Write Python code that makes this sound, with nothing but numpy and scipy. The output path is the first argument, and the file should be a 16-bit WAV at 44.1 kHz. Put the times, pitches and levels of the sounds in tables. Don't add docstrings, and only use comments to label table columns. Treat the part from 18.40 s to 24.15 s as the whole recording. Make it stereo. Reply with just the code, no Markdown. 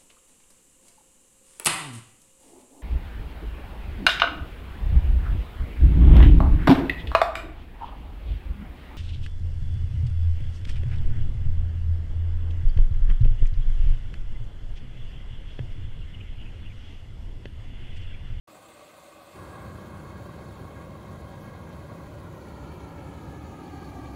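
import sys
import numpy as np
from scipy import signal
from scipy.fft import rfft, irfft
from scipy.io import wavfile
from scipy.ndimage import uniform_filter1d

SR = 44100
rng = np.random.default_rng(int(sys.argv[2]) if len(sys.argv) > 2 else 0)


def store_pcm(level_fs):
    pcm = np.round(np.clip(level_fs, -1, 1) * 32767).astype(np.int16)
    wavfile.write(sys.argv[1], SR, np.atleast_2d(pcm).T)


N = 253575
TIME, HZ = np.arange(N) / SR, np.fft.rfftfreq(N, 1 / SR)
LIGHT_S, CATCH_S = 0.924, 0.036

# (frequency [Hz], width [Hz], lift [dB])
NOZZLE_RESONANCES = [(310, 59, 4), (371, 34, 5), (553, 175, 6), (778, 82, 9), (891, 28, -1.5), (930, 58, 3),
                     (1100, 70, 5), (1398, 62, 8.5), (1632, 66, 7.5), (1903, 64, 8.5), (2172, 97, 8.5),
                     (3177, 180, 11.5), (3810, 105, 10.5)]
# (frequency [Hz], level [dB])
PLUME_SPECTRUM = [(30, -49), (65, 4), (130, -33), (210, -3.5), (285, 1), (350, -14.5), (480, -17.5),
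                  (650, -10), (850, -21), (1030, -19.5), (1500, -26), (3800, -34), (5000, -44), (8500, -45),
                  (13000, -70)]


def flame():
    flutter = wander(27)
    deep = roar(flutter)
    bright = (rush() + plume() + bite()) * amp(0.58 * flutter)
    return rise(LIGHT_S, CATCH_S) * (deep + bright)


def roar(flutter, open_s=1.166, grow_s=0.065):
    # (frequency [Hz], level [dB])
    spectrum = [(16, -39), (30, -39), (42, -15.5), (54, -19), (68, -5.5), (110, -5.5), (170, -4),
                (230, -12.5), (330, -15.5), (600, -51), (3000, -88)]
    # (frequency [Hz], width [Hz], lift [dB])
    hall_modes = [(72, 7.1, 4.4), (103, 22, 1.9), (162.2, 13.8, 6.1), (195, 15.6, 6.3), (221, 17, 8.9),
                  (269, 21, 2.8)]
    # (time [s], level change [dB])
    throbs = [(1.27, 2.5), (2.07, 1.5), (2.16, -5), (2.22, 2.5), (2.31, -7), (2.65, -4), (2.72, 3),
              (2.9, -3), (3.36, 2), (3.63, 1.5), (3.71, -4), (4.029, -5), (4.3, 2), (4.69, 2), (4.9, 3),
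              (5, 1.5), (5.2, -3), (5.38, 2)]
    throb_db = sum(db * swell(at_s, half_s=0.032) for at_s, db in throbs)
    small = 1 - rise(open_s, grow_s)
    level_db = -42.5 - 6 * small + 2.5 * nearness() + throb_db + flutter
    return steadied(turbulence(spectrum, hall_modes), samples=2000) * amp(level_db)


def rush(build_s=.02):
    # (frequency [Hz], level [dB])
    spectrum = [(30, -18), (80, 5), (200, -2.5), (320, 2), (470, -8), (750, -8), (1150, -9), (1400, -15.5),
                (1700, -18.5), (2000, -19.5), (2800, -28), (4300, -27), (6000, -49), (12000, -78)]
    noise = steadied(turbulence(spectrum, NOZZLE_RESONANCES), samples=2600)
    return noise * amp(-45.5 - 8 * nearness()) * settle(build_s)


def plume(lengthen_s=3.32):
    # (frequency [Hz], width [Hz], lift [dB])
    resonances = [(276, 150, 3.5), (356, 25, 4.5), (560, 92, 9.5), (790, 130, 4), (905, 170, 6.5),
                  (1214, 37, 7), (1315, 39, -5), (1627, 72, 13), (1706, 64, 7), (2000, 52, -5),
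                  (2200, 52, 8), (2322, 106, 12.5), (2980, 230, 10.5), (3230, 100, 5), (3820, 140, 1.5),
                  (3990, 66, 9), (5450, 250, 4), (5950, 270, 15), (6720, 320, 14.5)]
    short = 1 - rise(LIGHT_S, lengthen_s)
    return turbulence(PLUME_SPECTRUM, resonances) * amp(-48.5 - 17 * short + 6.5 * nearness())


def bite(build_s=.04, fade_db_per_s=6):
    # (frequency [Hz], level [dB])
    spectrum = [(300, -40), (700, -12), (1080, 0), (1700, -6), (2000, -20), (5000, -40), (10000, -60)]
    level_db = -52 - fade_db_per_s * (TIME - LIGHT_S)
    return turbulence(spectrum, NOZZLE_RESONANCES) * amp(level_db) * settle(build_s)


def hollow(width_hz=110):
    # (time [s], lower band [Hz], upper band [Hz], level of each [dB])
    slide = [(3.3, 1115, 1420, -68), (4, 1040, 1380, -61), (4.5, 1010, 1330, -60), (5, 915, 1250, -61),
             (5.6, 860, 1175, -58)]
    times, lower_hz, upper_hz, level_db = np.transpose(slide)
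    noise = turbulence(PLUME_SPECTRUM)
    bands = sum(unit(resonate(noise, np.interp(TIME, times, hz), width_hz))
                for hz in (lower_hz, upper_hz))
    return bands * amp(np.interp(TIME, times, level_db)) * rise(LIGHT_S, CATCH_S)


def spits(spread=4, skirt_db=-30):
    # (time [s], half length [s], centre [Hz], level [dB])
    events = [(1.47, .014, 11000, -68), (1.85, .014, 8500, -67), (1.94, .016, 3200, -62),
              (2.2, .024, 12000, -68), (3.02, .035, 11500, -67), (3.33, .018, 3600, -63),
              (4.41, .016, 3600, -62), (5.45, .022, 4400, -62.5), (5.67, .02, 3400, -60)]
    out = np.zeros((2, N))
    for at_s, half_s, hz, db in events:
        band = [(hz / spread, skirt_db), (hz, 0), (hz * spread, skirt_db)]
        out += turbulence(band) * amp(db) * swell(at_s, half_s)
    return out


def jets(right_lag_s=.000058, flutter_db=1.15):
    # (frequency [Hz], level [dB])
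    direct_spectrum = [(3000, -30), (5300, -5), (6200, -12), (7400, -8), (8200, 0), (9200, -1),
                       (10200, -11), (12000, -25)]
    # (time [s], level [dB])
    direct_level = [(.9, -73), (2, -70.5), (3.3, -69), (4.6, -69), (5.3, -65), (5.7, -66)]
    # (frequency [Hz], level [dB])
    diffuse_spectrum = [(500, -19), (2000, -5.5), (5000, -2), (10000, -0.5), (12000, -6.5), (14500, -8),
                        (15400, -3)]
    hiss = rfft(rng.standard_normal(N)) * amp(over_hz(direct_spectrum))
    late_hiss = hiss * np.exp(-2j * np.pi * HZ * right_lag_s)
    ports = unit(irfft(np.array([hiss, late_hiss]), N))
    direct = ports * amp(curve(direct_level) + flutter_db * wander(15))
    diffuse = workshop(turbulence(diffuse_spectrum)) * amp(-63.5 + flutter_db * wander(35))
    return rise(LIGHT_S, CATCH_S) * (direct + diffuse)


def blower():
    # (frequency [Hz], level [dB])
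    spectrum = [(25, -29), (60, -3.5), (110, -1.5), (210, 2), (400, -2.5), (570, -1.5), (900, -9),
                (1130, 1.5), (1400, -9.5), (2500, -10), (3300, -9.5), (5000, -16.5), (8500, -30),
                (11500, -20.5), (14500, -28)]
    # (frequency [Hz], width [Hz], lift [dB])
    housing = [(320.4, 37, 11.5), (590, 102, 10), (736.6, 70, 12.5), (801, 70, 9), (940, 45, 10),
               (1157, 34, 5), (1267, 63, 9.5), (1500, 74, 9), (1920, 70, 6), (2102, 42, 8), (2478, 66, 6),
               (2590, 200, 6), (3485, 60, 6.5), (3750, 83, 2), (4140, 130, 4.5), (4700, 190, 2),
               (7080, 2040, 11.5), (15000, 550, 6)]
    level_db = -50.5 - 5.5 * settle(0.77) + 2 * nearness()
    return turbulence(spectrum, housing) * amp(level_db + .45 * wander(35))


def intake():
    # (frequency [Hz], level [dB])
    spectrum = [(4000, -50), (7000, -14), (7600, 0), (9600, -1), (11500, -3), (14000, -6), (15400, -2)]
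    # (frequency [Hz], width [Hz], lift [dB])
    peaks = [(6940, 90, 17), (7601, 22, 10), (7710, 170, 4), (8066, 22, 7), (8360, 80, 10), (8545, 40, 5),
             (8760, 300, 7), (8890, 40, 6), (9385, 30, 7), (9530, 45, 10), (9610, 50, 5), (14460, 60, 8)]
    # (time [s], level [dB])
    shrill_level = [(.1, -72), (.35, -69.5), (.68, -72), (.8, -82), (1.6, -95)]
    level_db = -64.5 - 22.5 * settle(1.5) + wander(16)
    whistle = treble_flicker(turbulence(spectrum, peaks)[0], depth_db=2) * amp(level_db)
    shrill = narrow_noise(hz=7660, width_hz=100) * amp(curve(shrill_level) + 3 * wander(12))
    return whistle + shrill


def whine():
    # (time [s], level [dB])
    level = [(1, -76), (2.05, -73), (2.6, -81), (3.7, -80), (4.2, -73), (4.9, -80), (5.4, -69.5),
             (5.7, -71.5)]
    return narrow_noise(hz=4425, width_hz=60) * amp(curve(level) + 2 * wander(4.2))


def reflections(x, floor_share, stand_share=0.089, stand_lag_ratio=1.96, dull_hz=2700):
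    # (time [s], lag [ms])
    floor_lag = [(2.6, 1.89), (3.6, 1.93), (3.85, 2.01), (4.2, 2.21), (4.6, 2.26), (5, 2.34), (5.3, 2.46),
                 (5.7, 2.52)]
    lag_s = curve(floor_lag) / 1000
    dull = irfft(rfft(x) / (1 + (HZ / dull_hz) ** 4), N)
    for share, late_s in [(floor_share, lag_s), (stand_share, lag_s * stand_lag_ratio)]:
        x = x + share * np.array([np.interp(TIME - late_s, TIME, side) for side in dull])
    return x


def workshop(x, share=.42, places=5, echoes=24, first_s=.003, last_s=.025, lowest_hz=2500):
    treble = rfft(x) * HZ / np.hypot(HZ, lowest_hz)
    for place in np.linspace(0, 1, places):
        lags_s = rng.uniform(first_s, last_s, (2, echoes))
        gains = rng.choice([-1., 1.], lags_s.shape) / np.sqrt(echoes)
        taps = np.zeros((2, N))
        np.put_along_axis(taps, (lags_s * SR).astype(int), gains, 1)
        crossfade = np.sqrt(np.maximum(1 - abs(nearness() - place) * (places - 1), 0))
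        x = x + share * crossfade * irfft(treble * rfft(taps), N)
    return x


def nearness(start_s=3.7, walk_s=3.23, ease=0.57):
    return rise(start_s, walk_s) ** ease


def turbulence(spectrum, resonances=()):
    # (frequency [Hz], coherence [0-1], left's phase lead [rad], left over right [dB])
    ports = [(60, .998, 0, -1.6), (200, .99, .15, -1.7), (380, .97, .45, -.5), (600, .95, .32, 2.4),
             (800, .95, .24, .3), (1250, .95, .2, 0), (1700, .78, .55, -.3), (2300, .62, -.3, 0),
             (2900, .3, 2.2, .2), (4400, .48, .3, -.8), (5300, .42, 3, -1.7), (6700, .27, 5.8, -.6),
             (7700, .45, 3.8, .4), (8600, .8, 3.1, 0), (9300, .45, 2.6, 0), (10000, .3, .2, 0),
             (15000, .25, 0, 0)]
    lift_db = sum(db / (1 + (2 * (HZ - hz) / width) ** 2) for hz, width, db in resonances)
    colour = amp(over_hz(spectrum) + lift_db)
    left, other = rfft(rng.standard_normal((2, N)))
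    coherence = np.clip(over_hz(ports, column=1), 0, 1)
    phase_lag = np.exp(-1j * over_hz(ports, column=2))
    right = (coherence * left + np.sqrt(1 - coherence ** 2) * other) * phase_lag
    lean = amp(over_hz(ports, column=3) / 2)
    return unit(irfft(np.array([left * lean, right / lean]) * colour, N))


def treble_flicker(x, depth_db, lowest_hz=3000):
    hz, _, bands = signal.stft(x, SR, nperseg=512, noverlap=384)
    patches = rng.standard_normal(bands.shape[-2:])
    for _ in range(2):
        patches = uniform_filter1d(patches, size=14, axis=1)
        patches = uniform_filter1d(patches, size=9, axis=0)
    treble = hz / np.hypot(hz, lowest_hz)
    gain = amp(depth_db * unit(patches) * treble[:, None])
    gain /= np.sqrt(np.mean(gain ** 2, 1, keepdims=True))
    return signal.istft(bands * gain, SR, nperseg=512, noverlap=384)[1][..., :N]


def steadied(x, samples):
    power = (x ** 2).mean(0)
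    return x / np.sqrt(uniform_filter1d(uniform_filter1d(power, samples), samples))


def resonate(x, hz, width_hz):
    turn = np.exp(2j * np.pi * np.cumsum(hz) / SR)
    pole = np.exp(-np.pi * width_hz / SR)
    return 2 * (turn * signal.lfilter([(1 - pole) ** 2], [1, -2 * pole, pole ** 2], x / turn)).real


def narrow_noise(hz, width_hz):
    return unit(irfft(rfft(rng.standard_normal(N)) / (1 + ((HZ - hz) / width_hz) ** 2), N))


def wander(fastest_hz, slowest_hz=4):
    band = HZ ** 2 / (HZ ** 2 + slowest_hz ** 2) / (1 + (HZ / fastest_hz) ** 2)
    return unit(irfft(rfft(rng.standard_normal(N)) * band, N))


def rise(start_s, seconds):
    return np.clip((TIME - start_s) / seconds, 0, 1)


def settle(seconds):
    return 1 - np.exp(-np.maximum(TIME - LIGHT_S, 0) / seconds)


def swell(at_s, half_s):
    return np.exp(-((TIME - at_s) / half_s) ** 2)


def curve(rows):
    return np.interp(TIME, *np.transpose(rows))


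def over_hz(rows, column=1):
    columns = np.transpose(rows)
    return np.interp(np.log(HZ + 1), np.log(np.sort(columns[0]) + 1), columns[column])


def amp(db):
    return 10 ** (np.asarray(db) / 20)


def unit(x):
    return x / np.sqrt(np.mean(x ** 2) + 1e-20)


def scene():
    extra_echo = .24 * nearness()
    air = reflections(blower() + intake() + whine(), floor_share=.27 + extra_echo)
    fire = reflections(flame(), floor_share=.48 + extra_echo)
    burner = workshop(air + fire) + hollow() + jets()
    return treble_flicker(burner, depth_db=1.3) + spits()


def record(dry, start_s=.073, fade_s=.005, cutoff_hz=15750):
    lowpass = signal.firwin(801, cutoff_hz, window=("kaiser", 9), fs=SR)
    return signal.oaconvolve(dry * rise(start_s, fade_s), lowpass[None], "same")


dry = scene()
out = record(dry)
store_pcm(out)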